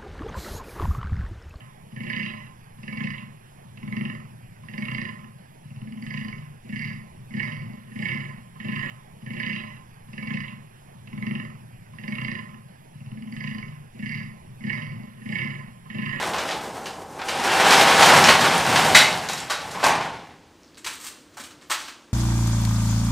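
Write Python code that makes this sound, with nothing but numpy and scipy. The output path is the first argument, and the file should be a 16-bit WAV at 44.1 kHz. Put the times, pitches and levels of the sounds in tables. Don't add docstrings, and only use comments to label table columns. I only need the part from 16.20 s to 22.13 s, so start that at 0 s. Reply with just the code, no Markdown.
import sys
import numpy as np
from scipy import signal
from scipy.fft import rfft, irfft, next_fast_len
from scipy.io import wavfile
from scipy.ndimage import uniform_filter1d

SR = 44100
rng = np.random.default_rng(int(sys.argv[2]) if len(sys.argv) > 2 else 0)


def invert_db(level):
    return 10 ** (np.asarray(level, dtype=float) / 20)


def transcribe(signal):
    frames = np.atleast_2d(signal).T
    limited = np.clip(frames, -1, 1)
    pcm = np.round(limited * 32767).astype(np.int16)
    wavfile.write(sys.argv[1], SR, pcm)


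N = 261513
TIME = np.arange(N) / SR
SIZE = next_fast_len(N + SR)
HZ = np.arange(SIZE // 2 + 1) * SR / SIZE + 1e-3


def unit(x):
    return x / np.sqrt(np.mean(x ** 2))


def shape(points):
    hz, db = np.transpose(points)
    return invert_db(np.interp(np.log(HZ), np.log(hz), db))


def band(lo_hz, hi_hz):
    return np.sqrt(1 / (1 + (HZ / hi_hz) ** 6) - 1 / (1 + (HZ / lo_hz) ** 6) + 1e-12)


def humps(resonances):
    return invert_db(sum(db / (1 + (2 * (HZ - hz) / width) ** 2) for hz, width, db in resonances))


def colour(x, gain):
    return irfft(rfft(x, SIZE) * gain, SIZE)[:N]


def walk(rate):
    k = int(SR / rate)
    return uniform_filter1d(np.repeat(rng.standard_normal(N // k + 1), k), k)[:N]


def grit(per_s, spread_db):
    hit = rng.random(N) < per_s / SR
    size = np.minimum(rng.exponential(size=N), 3)
    return unit(hit * rng.standard_normal(N) * invert_db(spread_db * size))


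def ring(x, hz, t60):
    radius = np.exp(-np.log(1000) / (t60 * SR))
    w = 2 * np.pi * hz / SR
    return signal.lfilter([np.sin(w)], [1, -2 * radius * np.cos(w), radius * radius], x)


def swell(s, length, rise):
    t = np.clip(TIME - s, 0, 1)
    return (1 - np.exp(-t / max(rise, 2e-4))) * np.exp(-(t / max(length, 1e-3)) ** 0.91)


def bursts(events, rises, drive, parts):
    power = np.zeros((3, N))
    for (s, db, body_db, edge_db, length), rise in zip(events, rises):
        levels = db - 7.0 + np.array([[body_db], [0], [edge_db]])
        power += (invert_db(levels) * swell(s, length, rise)) ** 2
    out = 0
    for p, part in zip(power, parts):
        out = out + colour(np.sqrt(p) * drive, part) / np.sqrt(np.mean(part ** 2))
    return out


def clacks(events, plate, ring_hz, ring_db):
    drive = grit(per_s=5000, spread_db=1.5)
    body = band(530, 1500) * shape([(500, -4), (900, -3.5), (1150, -4.5), (1500, -6)]) * plate
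    middle = band(1550, 4020) * plate
    edge = band(6800, 16000) * shape([(5000, 10), (16000, -12.5)]) * plate
    blows = sum(swell(s, length, 0.00049) * invert_db(db + ring_db) for s, db, _, _, length in events)
    rung = ring(drive * blows, ring_hz, t60=0.01)
    return bursts(events, np.full(len(events), .0015), drive, (body, middle, edge)) + rung


# (frequency [Hz], t60 [s])
GARAGE_DECAY = [(150, 0.97), (500, 0.79), (1500, 0.41), (4000, 0.44), (9000, 0.2), (14000, 0.18)]


def garage(wet_db):
    t = np.arange(SR) / SR
    tail = 0
    hz = np.array(GARAGE_DECAY)[:, 0]
    edges = np.sqrt(hz[1:] * hz[:-1])
    for lo, hi, (_, t60) in zip([1, *edges], [*edges, SR], GARAGE_DECAY):
        fade = np.exp(-np.log(1000) * t / t60) * (1 - np.exp(-t / 0.0018))
        noise = rng.standard_normal(SR) * fade / np.sqrt(SR * 0.022)
        tail = tail + rfft(noise, SIZE) * band(lo, hi)
    tail = tail / np.sqrt(uniform_filter1d(np.abs(tail) ** 2, len(HZ) // 200))
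    return (1 + invert_db(wet_db) * tail) / np.sqrt(1 + invert_db(2 * wet_db))


# (frequency [Hz], level [dB per Hz])
OUTDOOR_SPECTRUM = [(15, -25), (25, -13), (200, -9.5), (300, -1), (399, -10.5), (456, -8.5), (741, -17.5),
                    (969, -17), (1700, -20), (6370, -26), (10600, -34.5), (12500, -41), (15500, -33.5)]
OUTDOORS_DB = -53.5


def outdoors():
    noise = unit(colour(rng.standard_normal(N), shape(OUTDOOR_SPECTRUM)))
    return noise * invert_db(OUTDOORS_DB + 1.0 * walk(3.48))


# (time [s], level [dB], frequency [Hz])
HEEL_THUDS = [
    (4.65, -45, 343),
    (5.196, -46, 580),
    (5.199, -42, 250),
    (5.5, -42, 330),
]


def heels():
    out = 0
    for s, db, hz in HEEL_THUDS:
        t = np.clip(TIME - s, 0, 1)
        out = out + invert_db(db) * np.sin(2 * np.pi * hz * t) * t / 0.0015 * np.exp(-t / 0.005)
    return out


# (time [s], peak level [dB], frequency [Hz])
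SMALL_TICKS = [(0.2785, -22.5, 2600), (1.509, -2.5, 4840), (1.8564, -16, 4660), (2.0424, -2, 5540),
               (2.209, -18, 4840), (2.38, -12.5, 9200), (2.3894, -25, 4570), (2.9288, -12, 4140),
               (3.0889, -18.5, 6860), (3.0887, -16, 5020), (3.1334, -18, 6790), (3.157, -24, 5220),
               (3.176, -26, 4440), (3.19, -23, 4640), (3.2036, -18, 7700), (3.5174, -27, 7570),
               (4.4333, -39, 5510), (4.441, -49, 4440), (4.4464, -41, 5170), (4.479, -42, 4720),
               (4.546, -39, 4430), (4.555, -38, 4740), (4.573, -36, 4190), (4.582, -31.5, 8000),
               (4.5913, -35, 7290), (5.4136, -39, 4100), (4.664, -17, 2600), (4.689, -21, 3000),
               (1.0834, -19, 3200)]


def ticks():
    out = 0
    for s, db, hz in SMALL_TICKS:
        t = np.clip(TIME - s, 0, 1)
        out = out + invert_db(db + 4.0) * np.sin(2 * np.pi * hz * t) * np.exp(-t / 0.00035)
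    return out


# (time [s], peak level [dB], body level [dB], edge level [dB], drag [s])
SOLE_SCUFFS = [(4.571, -33.5, -9, -8, 0.014), (4.6438, -16, -15, -9, 0.01), (4.6603, -18, -5, -5, 0.0197),
               (4.689, -27.5, -6, -10, 0.026), (4.7286, -37.5, -21, 6, 0.028), (4.795, -38.5, -3, 5, 0.072),
               (4.8376, -34.5, -1, 8, 0.028), (4.863, -28, -7, 2.5, 0.016), (5.135, -48, -3, -5, 0.024),
               (5.168, -34, 8, 1.5, 0.024), (5.1946, -27, -30, -3, 0.016), (5.2353, -32, -10, -0.5, 0.02),
               (5.3044, -36.5, -3, -6, 0.014), (5.412, -42.5, -1, -6, 0.026),
               (5.4975, -18.5, 4.5, 0, 0.013), (5.5104, -10.5, -2, -8, 0.018), (5.5794, -28, -11, -9, 0.06),
               (5.6776, -27, -5, -16, 0.018)]
SOLE_RISE_S, SOLE_RISE_SHARE = 0.0035, 0.11


def shoes():
    body = band(660, 1380) * shape([(500, -0.5), (1200, 8), (1600, 8.5)])
    middle = band(1740, 5450) * shape([(1500, 1.4), (5000, -1.36)])
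    edge = band(4000, 16000) * shape([(5000, 1), (8500, 8.5), (10000, -0.5), (16000, 0)])
    rises = SOLE_RISE_S + SOLE_RISE_SHARE * np.array(SOLE_SCUFFS)[:, -1]
    return bursts(SOLE_SCUFFS, rises, grit(per_s=9000, spread_db=-1.5), (body, middle, edge))


# (time [s], peak level [dB], body level [dB], edge level [dB], shake [s])
SETTLE_THUDS = [
    (3.5444, -29.5, 6, -21, 0.048),
    (3.6293, -15.5, 13, -21, 0.012),
    (3.638, -10, 7.5, -6, 0.023),
    (3.664, -10.5, 15, -1, 0.0034),
    (3.6994, -19, 3, -21, 0.011),
    (3.7433, -30.5, 12, -24, 0.013),
    (3.8082, -17, -2, -28, 0.015),
    (3.8494, -40, -1, -23, 0.014),
]
# (frequency [Hz], width [Hz], level [dB])
SETTLE_MODES = [(586, 250, -0.5), (895, 280, 4.5), (1120, 300, 9.5), (1490, 230, 3.5), (2160, 610, 6)]


def settling():
    return colour(clacks(SETTLE_THUDS, humps(SETTLE_MODES), 980, -22.0), garage(0.49))


# (time [s], peak level [dB], body level [dB], edge level [dB], shake [s])
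STOP_BLOW = [
    (2.7472, 3.5, -9.5, -7.5, 0.027),
]
# (time [s], peak level [dB], body level [dB], edge level [dB], shake [s])
STOP_BOUNCES = [
    (3.0865, -20, 3, -1.5, 0.024),
    (3.2987, -17, 6, -1, 0.02),
]
# (frequency [Hz], width [Hz], level [dB])
STOP_MODES = [(1000, 400, 3), (1550, 400, 4), (2200, 900, 6), (2950, 500, 5), (3850, 400, 3),
              (4600, 700, 3), (7400, 700, 2)]
# (frequency [Hz], width [Hz], level [dB])
BOUNCE_MODES = [(1560, 200, 6.5), (2030, 200, 2.5), (2510, 300, 2), (3880, 300, 8), (4720, 270, 2),
                (7170, 300, -0.5)]


def stop():
    blow = clacks(STOP_BLOW, humps(STOP_MODES), 2200, -29.5)
    rebound = clacks(STOP_BOUNCES, humps(BOUNCE_MODES), 4400, -37.5)
    return colour(blow + rebound, garage(0.51))


# (frequency [Hz], level [dB], t60 [s])
BRACKET_MODES = [(991, -6, .4), (1502, -6, .25), (2015, 1, .3), (2210, -2, .1), (2918, -6, .3),
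                 (3429, -11, .3), (3790, -3, .4), (3850, -5, .35), (4043, -7, .2), (4721, -8, .2),
                 (5475, -14, .4), (7526, -12, .25)]
BRACKET_DB, BRACKET_SHARE = -20.5, .85


def bracket():
    blow = np.zeros(N)
    for s, db, *_ in [*STOP_BLOW, *STOP_BOUNCES]:
        blow[int(s * SR)] = invert_db(BRACKET_SHARE * db)
    sung = sum(invert_db(db) * ring(blow, hz, t60) for hz, db, t60 in BRACKET_MODES)
    return colour(invert_db(BRACKET_DB) * sung, garage(-6))


# (time [s], peak level [dB], body level [dB], edge level [dB], shake [s])
HINGE_CLACKS = [(0.1328, -24.5, 6.5, -23, 0.078), (0.1804, -17, -14, -11, 0.015),
                (0.2776, -18, -7.5, -16, 0.016), (0.3087, -17.5, -1.5, -22, 0.017),
                (0.656, -22, -1, -7.5, 0.017), (0.991, -27, 8, -38.5, 0.012),
                (1.014, -21.5, 6.5, -40, 0.0089), (1.0833, -14.5, -3, -11.5, 0.019),
                (1.5075, -9, -7, -7.5, 0.039), (1.6086, -8.5, 1, -5.5, 0.012), (1.823, 0, -9, -15.5, 0.017),
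                (1.858, -4.5, 4.5, 5, 0.0043), (1.8894, -7.5, 6.5, -18.5, 0.022),
                (2.0385, -4.5, -2.5, -13.5, 0.03), (2.0846, -2, -4.5, -19.5, 0.02),
                (2.209, -7.5, -9, -17.5, 0.016), (2.327, -24, -16.5, -25, 0.012),
                (2.383, -27.5, -17, -8, 0.011), (2.5582, -2, -9, -21, 0.012),
                (2.931, -25.5, -4.5, -21, 0.0069), (3.1314, -27, -2, 10, 0.0068),
                (3.174, -23.5, -33, -3, 0.014), (3.2044, -44, -18.5, 0, 0.02),
                (3.5074, -30.5, -28, -1, 0.018)]
HINGE_MODES = [1700, 3055, 2396]


def hinges():
    out = 0
    for k, hz in enumerate(HINGE_MODES):
        out = out + colour(clacks(HINGE_CLACKS[k::3], 1, hz, -31), garage(0.64))
    return out


# (time [s], roller load [dB], play of the rollers in the track [dB])
DOOR_PUSH = [(0.0, -32, 4.5), (0.17, -35, -15), (0.39, -37.5, -10.5), (0.6, -39, -14), (0.91, -44, -27.5),
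             (1.05, -39.5, -13), (1.18, -31, -3.5), (1.32, -26, 3.5), (1.532, -20, 1), (1.67, -20, 1),
             (1.9, -17.5, -1), (2.1, -21.5, -0.5), (2.3, -25.5, -1), (2.7, -21.5, -4.5), (2.8, -27, -3),
             (3.04, -36, -3), (3.36, -47, 5), (3.56, -37.5, -10)]
LET_GO_DB_S = 55
LURCH_S, LURCH_DB, LURCH_RISE_S, LURCH_FADE_DB_S, LURCH_PLAY_DB = 3.69, -28.5, 0.17, 63.5, -0.5


def effort():
    s, load, play = np.transpose(DOOR_PUSH)
    push = np.interp(TIME, s, load) - LET_GO_DB_S * np.maximum(TIME - s[-1], 0)
    late = TIME - LURCH_S
    lurch = LURCH_DB - np.where(late > 0, LURCH_FADE_DB_S * late, -20 * late / LURCH_RISE_S)
    return np.maximum(push, lurch), np.where(lurch > push, LURCH_PLAY_DB, np.interp(TIME, s, play))


# (frequency [Hz], level [dB per Hz])
PANEL_SPECTRUM = [(18, -49.5), (30, -35.5), (156, -6.5), (284, -9), (323, -13), (388, -7.5), (708, -4.5),
                  (787, 2), (851, 0.5), (2910, -6), (5580, -14.5), (8940, -16), (15500, -27.5)]
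# (frequency [Hz], width [Hz], level [dB])
PANEL_MODES = [(126, 26, 3.5), (168.7, 13, 5.5), (322, 15, 9), (500, 66, 0.5), (632, 33, 3.5), (796, 40, 3),
               (885, 70, -3.5), (1055, 80, -4.5), (1286, 230, -4), (2250, 80, 0), (5550, 71, 6.5)]


def rollers():
    out = 0
    for stretch in (.95, .99, 1.01, 1.06):
        steel = shape(PANEL_SPECTRUM) * humps(np.array(PANEL_MODES) * [stretch, 1, 1])
        knocks = grit(per_s=350, spread_db=3.0) * invert_db(4 * walk(6))
        out = out + colour(knocks, steel * garage(6.7))
    return out


BOOM_DB, BOOM_SHARE, BOOM_LAG_S = -14, 0.87, 0.026
HISS_DB, HISS_SHARE, HISS_PLAY, LURCH_HISS_DB = -9.5, 0.93, 0.15, -10
OVERHEAD_S, SWING_S, UPRIGHT_TILT_DB, FLAT_TILT_DB = 1.79, 0.18, 12.5, -11.5


def rolling():
    rumble = rollers()
    shudder = walk(20)
    uneven = .8 * walk(14)
    load, play = effort()
    boom = BOOM_DB + BOOM_SHARE * np.interp(TIME - BOOM_LAG_S, TIME, load)
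    flat = (1 + np.tanh((TIME - OVERHEAD_S) / SWING_S)) / 2
    tilt = (UPRIGHT_TILT_DB + (FLAT_TILT_DB - UPRIGHT_TILT_DB) * flat) / 2
    rocking = np.clip((TIME - LURCH_S) * 10, 0, 1)
    hiss = HISS_DB + HISS_SHARE * load + HISS_PLAY * play + LURCH_HISS_DB * rocking
    layers = [(load, 430, 1120), (boom - 3 - tilt, 75, 230), (boom - 3 + tilt, 230, 430),
              (load + play, 1120, 5000), (hiss, 5000, SR)]
    out = 0
    for db, lo, hi in layers:
        heard = colour(rumble, band(lo, hi))
        heard = heard / np.sqrt(uniform_filter1d(heard ** 2, SR // 8))
        out = out + heard * invert_db(db + uneven + 0.49 * shudder + 0.86 * walk(25.1))
    frame = unit(colour(rng.standard_normal(N), band(24, 110) * HZ / 50))
    return out + frame * invert_db(-28.5 + 0.49 * boom)


def scene():
    door = hinges() + stop() + bracket() + settling()
    near = colour(shoes(), garage(-3.9)) + colour(ticks() + heels(), garage(-2))
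    mono = door + near + rolling() + outdoors()
    return np.array([mono, mono])


def patches(cells, share, size, count):
    draw = rng.random((len(cells) // size + 1, cells.shape[1] // count + 1))
    draw = np.repeat(np.repeat(draw, size, axis=0), count, axis=1)
    return draw[:len(cells), :cells.shape[1]] < share[:, None]


JUMP_DB, MOST_JUMP_DB, RECOVER_DB_S = 5, 16, 55
LOUD_SHARE, QUIET_SHARE, QUIET_DB = .78, .5, -52


def apart(cells):
    db = 10 * np.log10(np.sum(np.abs(cells[50:400]) ** 2, axis=0) + 1e-12)
    rise = db - np.minimum(np.roll(db, 1), np.roll(db, 2))
    jump = np.r_[0, 0, 0, 0, rise[4:]]
    fall = RECOVER_DB_S * 1024 / SR * np.arange(len(db))
    calm = np.maximum.accumulate(np.minimum(jump, MOST_JUMP_DB) + fall) - fall < JUMP_DB
    return calm & (rng.random(len(db)) < np.where(db < QUIET_DB, QUIET_SHARE, LOUD_SHARE))


# (frequency [Hz], level [dB])
SIDE_TILT = [(60, 6), (250, 11), (800, 2.5), (2200, 8), (4000, 11.5), (6000, 13), (9000, 14), (14000, 20)]
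APART_DB = -18


def spread(mono):
    frame = dict(window="cosine", nperseg=2048, noverlap=1024)
    lead = np.zeros(1024 - 643)
    hz, _, cells = signal.stft(np.r_[lead, mono], SR, **frame)
    cells = cells * ((hz < 15600) * np.minimum(hz / 60, 1))[:, None]
    lost = patches(cells, np.interp(hz, [8500, 10000, 15500], [0, .17, .38]), size=6, count=2)
    cells = cells * (1 - .95 * lost)
    kept = patches(cells, np.interp(hz, [1000, 8000, 15000], [.55, .6, .25]), size=24, count=1)
    tilt = np.interp(hz, HZ, shape(SIDE_TILT))[:, None]
    scrambled = cells * np.exp(2j * np.pi * rng.random(cells.shape))
    shadow = invert_db(-6.5) * scrambled * invert_db(APART_DB) * apart(cells) * kept * tilt
    mid, side = (signal.istft(c, SR, **frame)[1][len(lead):][:N] for c in (cells, shadow))
    return np.array([mid + side, mid - side])


def band_limit(x):
    return signal.sosfilt(signal.butter(12, 15620, fs=SR, output="sos"), x)


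def record(dry):
    mix = np.clip(spread(np.clip(dry[0], -1, 1)), -1, 1)
    return band_limit(mix)


dry = scene()
out = record(dry)
transcribe(out)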